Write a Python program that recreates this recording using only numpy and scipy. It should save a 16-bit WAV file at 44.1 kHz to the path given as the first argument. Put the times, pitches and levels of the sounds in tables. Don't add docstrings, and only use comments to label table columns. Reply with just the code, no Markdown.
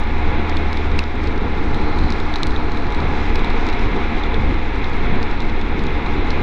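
import sys
import numpy as np
from scipy import signal
from scipy.fft import rfft, irfft
from scipy.io import wavfile
from scipy.ndimage import uniform_filter1d

SR = 44100
rng = np.random.default_rng(int(sys.argv[2]) if len(sys.argv) > 2 else 0)


def output_pcm(signal):
    pcm = np.clip(np.atleast_2d(signal).T, -1, 1) * 32767
    wavfile.write(sys.argv[1], SR, np.round(pcm).astype(np.int16))


def boost_factor(decibels):
    exponent = np.asarray(decibels, float) / 20
    return 10 ** exponent


N = 283246

# (time [s], engine cycle rate [Hz], throttle [dB], gear load [dB])
ENGINE = [(0.0, 25.147, 1, 0), (0.66, 25.17, 1, 0), (1.38, 25.115, -1, -1), (2.1, 25.005, 1, 1),
          (2.82, 24.97, -1, 2), (3.54, 24.98, 0, 2), (4.26, 25.0, -1, 1), (4.98, 25.015, 0, -2),
          (5.34, 24.97, -2, -5), (5.7, 24.895, -1, -2), (6.42, 24.747, -2, 0)]
EXHAUST_ORDERS = [3, 6, 9, 12, 15]
EXHAUST_DB = [0.5, -35.5, -11, -10.5, -21]
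GEAR_ORDERS = [25.36, 28.8, 33.6, 54.6, 67.2, 86.4, 134.4]
GEAR_DB = [-21.5, -14, 1, -14.5, -10, -22, -32]
CHAIN_ORDERS = [38, 57.6]
CHAIN_DB = [3, -4]

# (time [s], airflow [dB], water [dB])
RIDE = [(0.0, -30, -34.5), (0.37, -25, -31), (1.27, -27.5, -34), (1.47, -22, -34.5), (1.5, -29, -34),
        (1.81, -25.5, -33), (2.32, -29.5, -33), (2.95, -28.5, -34), (2.97, -26, -32), (3.45, -25, -30),
        (4.0, -23, -30), (4.04, -27, -31), (4.45, -24.5, -31.5), (4.79, -29, -33), (5.15, -25.5, -30),
        (5.22, -28, -32.5), (5.54, -29.5, -33.5), (6.42, -24, -31)]
# (time [s], strength, negative in a lull [dB], length [s])
GUSTS = [(0.286, 5.5, 0.038), (0.553, 1.5, 0.11), (0.753, -7, 0.079), (0.936, 4.5, 0.077),
         (1.127, -6.5, 0.031), (1.32, 3.5, 0.033), (1.718, 5.5, 0.14), (2.04, 10.5, 0.046),
         (2.456, 7.5, 0.044), (2.303, 2, .08), (2.657, 7, 0.059), (3.05, 3.5, 0.061), (3.18, -2, .06),
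         (3.278, 5, 0.12), (3.43, 1.5, .04), (3.64, -2, 0.045), (3.722, -2, 0.072), (3.854, 8, 0.041),
         (4.215, -9, 0.043), (4.504, 5, 0.04), (4.617, -1, 0.052), (4.89, 2.5, 0.092), (5.128, 9.5, 0.074),
         (5.496, 2, .1), (5.856, 3, 0.051), (6.06, 4, 0.055), (6.194, 2, 0.051)]
# (frequency [Hz], level [dB])
BUFFET_COLOUR = [(2.4, -36), (4, 0), (16, 1.5), (30, -8), (49, -13), (65, -19), (90, -24), (200, -52)]
# (frequency [Hz], level [dB])
THRUM_COLOUR = [(40, -41), (65, 5), (85, 5.5), (100, 5.5), (135, 5), (200, 4.5), (250, -10.5), (400, -63)]
# (frequency [Hz], level [dB])
ROAR_COLOUR = [(120, -21.5), (190, -10.5), (240, 0), (300, -1.5), (436, -2.5), (520, -8), (620, -16),
               (800, -36.5), (1500, -92.5)]
# (frequency [Hz], level [dB])
TYRE_COLOUR = [(400, -31.5), (620, -15.5), (700, -0.5), (780, -3), (950, -2), (1100, -5), (1400, -6.5),
               (1560, -12), (1870, -16.5), (2400, -18.5), (4000, -69)]
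# (frequency [Hz], level [dB])
SPRAY_COLOUR = [(1000, -24), (1560, -5.5), (1870, -3.5), (2100, 3), (2500, -2.5), (3020, -12.5), (3400, -8),
                (4050, -10.5), (4450, -23.5), (5400, -38.5), (7000, -65.5)]

# (time [s], peak [dB], shell ring [dB], bright edge [dB])
DROPS = [(0.4942, -29, -6, -28), (0.5684, -32, 9, -19), (0.7285, -29.5, -16, -27.5),
         (0.7708, -34.5, 2, -24.5), (0.9862, -36, -6, -23), (1.2386, -37.5, -3, -27),
         (1.2717, -32.5, -7, -30), (1.7437, -33.5, -1.5, -19), (1.9869, -34, -5, -19),
         (2.1023, -28, -14, -23), (2.122, -29.5, -10, -25), (2.2003, -36, 1.5, -17.5),
         (2.3383, -32, 3, -26), (2.3565, -27, 0, -21), (2.362, -33, -1, -28), (2.4684, -26.5, -13, -19.5),
         (2.5614, -38, 8, -27), (2.7175, -33, -9, -22), (2.7712, -36.5, 1, -20.5), (2.922, -36, 1.5, -22),
         (2.9462, -35.5, -2, -16), (3.501, -36.5, 3, -21.5), (3.6661, -36, -4, -15),
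         (3.6875, -34, -3, -19.5), (4.235, -37, 6, -22.5), (4.842, -35.5, 6, -30),
         (5.2278, -30.5, -12, -27), (6.3037, -22, -9, -43.5)]
# (time [s], peak [dB])
DROPLETS = [(0.0356, -38), (0.9155, -40), (1.038, -35), (1.3773, -39), (2.0347, -38), (2.384, -40),
            (2.5062, -37), (2.8672, -41), (2.9033, -39.5), (3.002, -38), (3.3917, -37), (3.4445, -33),
            (3.655, -41), (3.7276, -39), (3.733, -38), (3.7928, -37), (3.964, -41), (4.1956, -42.5),
            (4.342, -34.5), (4.542, -39), (5.311, -38), (5.4031, -34.5), (5.4197, -40), (5.496, -39),
            (5.612, -36), (5.7913, -37), (5.837, -35.5), (5.867, -36.5), (6.0611, -37.5), (6.2716, -42)]
# (time [s], level [dB], deep body [dB], sharp edge [dB], snap [dB])
KNOCKS = [
    (.9895, -26, 20, 2, 4),
    (.991, -29, 7, 3, 7),
    (2.4312, -20.5, 1, -3, -3),
    (3.3552, -29.5, 10, -6, 20),
    (3.3572, -31, 9, -8, 20),
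    (3.6985, -36, 3, -4, 0),
]
# (frequency [Hz], level [dB])
DROP_COLOUR = [(900, -30.5), (1900, -8), (2600, -1), (3100, 1.5), (3900, 12), (4600, 2.5), (5400, -2),
               (7000, -10), (9500, -20), (10600, -34.5), (15500, -40)]
# (frequency [Hz], level [dB])
MIST_COLOUR = [(3500, -26.5), (4500, 2), (5000, 1), (5440, -1), (7000, -10.5), (8400, -21), (9500, -30),
               (10500, -48), (12500, -61.5), (16000, -65)]
# (frequency [Hz], level [dB])
HAZE_COLOUR = [(7500, -21), (9200, 5), (10500, 1), (12500, -2.5), (13500, -25)]
# (frequency [Hz], level [dB])
SHEEN_COLOUR = [(11800, -23), (12800, -1), (16000, 0)]
# (frequency [Hz], width [Hz], level [dB])
SLIPSTREAM = [
    (4100, 520, -48.5),
    (9200, 1700, -78.5),
]
# (time [s], depth of the dip, negative for a lift [dB], hold [s])
DUCKS = [
    (1.035, 2.5, 0.098),
    (4.537, 0.5, 0.039),
    (5.251, -1, 0.037),
]

FIRING_DB, WHINE_DB = -25.5, -38.5
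VALVE_DB, VALVE_HZ, VALVE_WIDTH_HZ = -39, 1680, 1090
CHAIN_TAUT_DB, CHAIN_SLACK_DB, SLACKENS_S, SLACKEN_LENGTH_S = -47.5, -48.5, 1.9, 0.36
USUAL_FLOW_DB, USUAL_WET_DB = -27, -33
TURN_S, TURN_LENGTH_S = 2.32, 0.78
MIST_DB, MIST_PER_DROP_DB, SHOWER_S = -54.5, 0.3, 0.25
PUDDLE_S, PUDDLE_DB, PUDDLE_LENGTH_S = 3.2, 4, 0.14
HAZE_DB, HAZE_PATCHY_DB = -80.5, 2
SHEEN_DB, SHEEN_GAP_DB = -85, -22
DRIZZLE_PER_S = 60
CONTACT_S, SPLASH_MS, TRICKLE_DB = 0.0012, 1.3, -16
KNOCK_HZ, RING_HZ, SNAP_HZ = 2560, 3540, 9500
KNOCK_DB, KNOCK_PER_DB = 1.5, 0.18
DUCK_ATTACK_S, DUCK_RELEASE_S = 0.01, 0.072
DRIVE = 0.7


def colour(points):
    hz, db = np.transpose(points)
    log_hz = np.log(np.maximum(np.fft.rfftfreq(N, 1 / SR), 1))
    gain = boost_factor(np.interp(log_hz, np.log(hz), db, right=-np.inf))
    noise = irfft(rfft(rng.standard_normal(N)) * gain, N)
    return noise / noise.std()


def columns(table):
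    s, *values = np.transpose(table)
    return [np.interp(np.arange(N) / SR, s, v) for v in values]


def walk(rate):
    hold = int(SR / rate)
    steps = np.repeat(rng.standard_normal(N // hold + 1), hold)
    level = uniform_filter1d(uniform_filter1d(steps, hold), hold)[:N]
    return level / level.std()


def band(x, hz, width_hz):
    b, a = signal.iirpeak(min(hz, 0.45 * SR), hz / width_hz, SR)
    return signal.lfilter(b, a, x)


def bumps(times, sizes, lengths_s):
    t = np.arange(N) / SR
    return sum(size * np.exp(-((t - s) / length) ** 2) for s, size, length in zip(times, sizes, lengths_s))


def ride():
    flow_db, wet_db = columns(RIDE)
    return flow_db - USUAL_FLOW_DB, wet_db - USUAL_WET_DB


def turn():
    return np.exp(-((np.arange(N) / SR - TURN_S) / TURN_LENGTH_S) ** 4)


def tones(cycles, orders, dbs, waver_db):
    total = np.zeros(N)
    for order, db, start in zip(orders, dbs, rng.random(len(orders))):
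        level = np.sqrt(2) * boost_factor(db + waver_db * walk(2.01))
        total += level * np.sin(2 * np.pi * (order * cycles + start))
    return total


def valve_clatter(cycles):
    pattern = rng.standard_normal(1764)
    clatter = np.interp(cycles % 1 * len(pattern), np.arange(len(pattern)), pattern)
    valves = band(band(clatter, VALVE_HZ, VALVE_WIDTH_HZ), VALVE_HZ, VALVE_WIDTH_HZ)
    valves = signal.sosfilt(signal.butter(4, 5000, fs=SR, output="sos"), valves)
    return boost_factor(VALVE_DB) * valves / valves.std()


def engine():
    hz, throttle_db, load_db = columns(ENGINE)
    cycles = np.cumsum(hz) / SR
    exhaust = boost_factor(FIRING_DB + 0.59 * throttle_db) * tones(cycles, EXHAUST_ORDERS, EXHAUST_DB, waver_db=1.5)
    exhaust *= boost_factor(0.25 * bumps(*np.transpose(GUSTS)) + 0.35 * ride()[0])
    gears = boost_factor(WHINE_DB + 0.7 * load_db) * tones(cycles, GEAR_ORDERS, GEAR_DB, waver_db=1.6)
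    slack = 0.5 + 0.5 * np.tanh((np.arange(N) / SR - SLACKENS_S) / SLACKEN_LENGTH_S)
    chain_db = CHAIN_TAUT_DB + slack * (CHAIN_SLACK_DB - CHAIN_TAUT_DB)
    chain = boost_factor(chain_db) * tones(cycles, CHAIN_ORDERS, CHAIN_DB, waver_db=1.0)
    return exhaust + gears + chain + valve_clatter(cycles)


def wind():
    flicker = walk(12)
    flow_db = ride()[0]
    gust_db = bumps(*np.transpose(GUSTS))
    swings = colour(BUFFET_COLOUR)
    reach = uniform_filter1d(uniform_filter1d(swings ** 2, size=3000), size=3000)
    evened = swings / (reach + 0.06) ** 0.49
    buffet = boost_factor(-14.5 + 0.23 * flow_db + 0.36 * gust_db + 1.05 * walk(10)) * evened
    thrum = boost_factor(-31.5 + 0.86 * flow_db + gust_db + 2.0 * flicker) * colour(THRUM_COLOUR)
    roar = boost_factor(-27.0 + 0.67 * flow_db + 0.16 * gust_db + 0.58 * flicker) * colour(ROAR_COLOUR)
    return buffet + thrum + roar


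def road():
    flow_db, wet_db = ride()
    tyre_db = -30.5 + 0.26 * flow_db + 0.6 * wet_db + 2.1 * turn() + 0.38 * walk(11)
    spray_db = -33.0 + 0.96 * wet_db - 1.5 * turn() + 0.53 * walk(24.76)
    return boost_factor(tyre_db) * colour(TYRE_COLOUR) + boost_factor(spray_db) * colour(SPRAY_COLOUR)


def shell_response(ring_db, tilt_db, knock_db, snap_db):
    octave = np.log2(np.maximum(np.fft.rfftfreq(1024, 1 / SR), 1))
    hz, shell_db = np.transpose(DROP_COLOUR)
    gain_db = np.interp(octave, np.log2(hz), shell_db)
    gain_db += tilt_db * np.clip(octave - np.log2(5400), 0, None)
    gain_db += knock_db * np.exp(-((octave - np.log2(KNOCK_HZ)) / 0.23) ** 2)
    gain_db += ring_db * np.exp(-((octave - np.log2(RING_HZ)) / 0.2) ** 2)
    gain_db += snap_db * np.clip((octave - np.log2(SNAP_HZ)) / 0.3, 0, 1)
    cepstrum = irfft(np.log(boost_factor(gain_db)))
    cepstrum[1:512] *= 2
    cepstrum[513:] = 0
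    return np.exp(rfft(cepstrum))


def add_drop(out, s, db, ring_db, tilt_db, splash_ms, knock_db, splash, snap_db=0):
    ms = 1000 * np.arange(len(splash)) / SR
    tap = splash * (np.exp(-ms / max(splash_ms, 0.1)) + boost_factor(TRICKLE_DB) * np.exp(-ms / 7))
    tap[0] += 4.2
    tap /= np.sqrt(np.sum(tap ** 2))
    sound = irfft(shell_response(ring_db, tilt_db, knock_db, snap_db) * rfft(tap, 1024))
    i = min(int((s + CONTACT_S) * SR), N - 1)
    out[i:i + len(sound)] += boost_factor(db + 26.5) * sound[:N - i]


def add_large_drops(out):
    splashes = rng.standard_normal((len(DROPS), 900))
    for (s, db, ring_db, edge_db), splash in zip(DROPS, splashes):
        ring_db = np.clip(ring_db + 4.5, -9, 11)
        tilt_db = np.clip(edge_db + 20.5, -24, 4)
        knock_db = KNOCK_DB + KNOCK_PER_DB * (db + 29)
        add_drop(out, s, db + 0.5, ring_db, tilt_db, SPLASH_MS, knock_db, splash)


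def add_droplets(out):
    splashes = rng.standard_normal((len(DROPLETS), 900))
    for (s, db), splash in zip(DROPLETS, splashes):
        add_drop(out, s, db + 0.5, 2.5, -5, SPLASH_MS, 3, splash)


def add_knocks(out):
    splashes = rng.standard_normal((len(KNOCKS), 900))
    for (s, db, body_db, edge_db, snap_db), splash in zip(KNOCKS, splashes):
        add_drop(out, s, db + 1.5, 2 - 0.6 * body_db, edge_db, 1.3, body_db, 0.4 * splash, snap_db)


def add_drizzle(out):
    count = int(DRIZZLE_PER_S * N / SR)
    chances = rng.random((count, 3))
    splashes = rng.standard_normal((count, 300))
    for (when, size, bright), splash in zip(chances, splashes):
        db = -53 - 2.9 * np.log(1 - 0.97 * size)
        add_drop(out, when * (N - 1) / SR, db, 1.5, 6 * bright - 2.5, 0.7, -3, splash)


def rain():
    times = np.transpose(DROPS)[0]
    shower_db = bumps(times, np.full(len(times), MIST_PER_DROP_DB), np.full(len(times), SHOWER_S))
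    shower_db += bumps([PUDDLE_S], [PUDDLE_DB], [PUDDLE_LENGTH_S])
    mist_db = MIST_DB + shower_db + 0.4 * ride()[1] + 1.2 * walk(30) + 0.74 * walk(3.5)
    out = boost_factor(mist_db) * colour(MIST_COLOUR)
    add_large_drops(out)
    add_droplets(out)
    add_knocks(out)
    add_drizzle(out)
    gaps = np.clip(3 * (walk(22) - 0.95), 0, 1)
    sheen = boost_factor(SHEEN_DB + SHEEN_GAP_DB * gaps + 0.4 * shower_db) * colour(SHEEN_COLOUR)
    haze_db = HAZE_DB + 0.5 * shower_db + HAZE_PATCHY_DB * walk(9) + 1.5 * walk(35)
    return out + sheen + boost_factor(haze_db) * colour(HAZE_COLOUR)


def slipstream():
    hiss = np.zeros(N)
    for hz, width_hz, db in SLIPSTREAM:
        air = band(band(rng.standard_normal(N), hz, width_hz), hz, width_hz)
        hiss += boost_factor(db + 2.3 * walk(9.6)) * np.sqrt(SR / width_hz) * air
    return turn() * hiss


def scene():
    return (engine() + wind() + road() + rain() + slipstream())[None]


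def top_cut(x):
    return signal.sosfilt(signal.butter(12, 15830, fs=SR, output="sos"), x)


def record(dry):
    t = np.arange(N) / SR
    duck_db = np.zeros(N)
    for s, depth_db, hold_s in DUCKS:
        corners_s = np.cumsum([0, DUCK_ATTACK_S, hold_s, DUCK_RELEASE_S])
        duck_db += np.interp(t - s, corners_s, [0, depth_db, depth_db, 0])
    rounded = np.tanh(DRIVE * dry * boost_factor(-duck_db)) / DRIVE
    return top_cut(boost_factor(-0.98) * rounded)


dry = scene()
out = record(dry)
output_pcm(out)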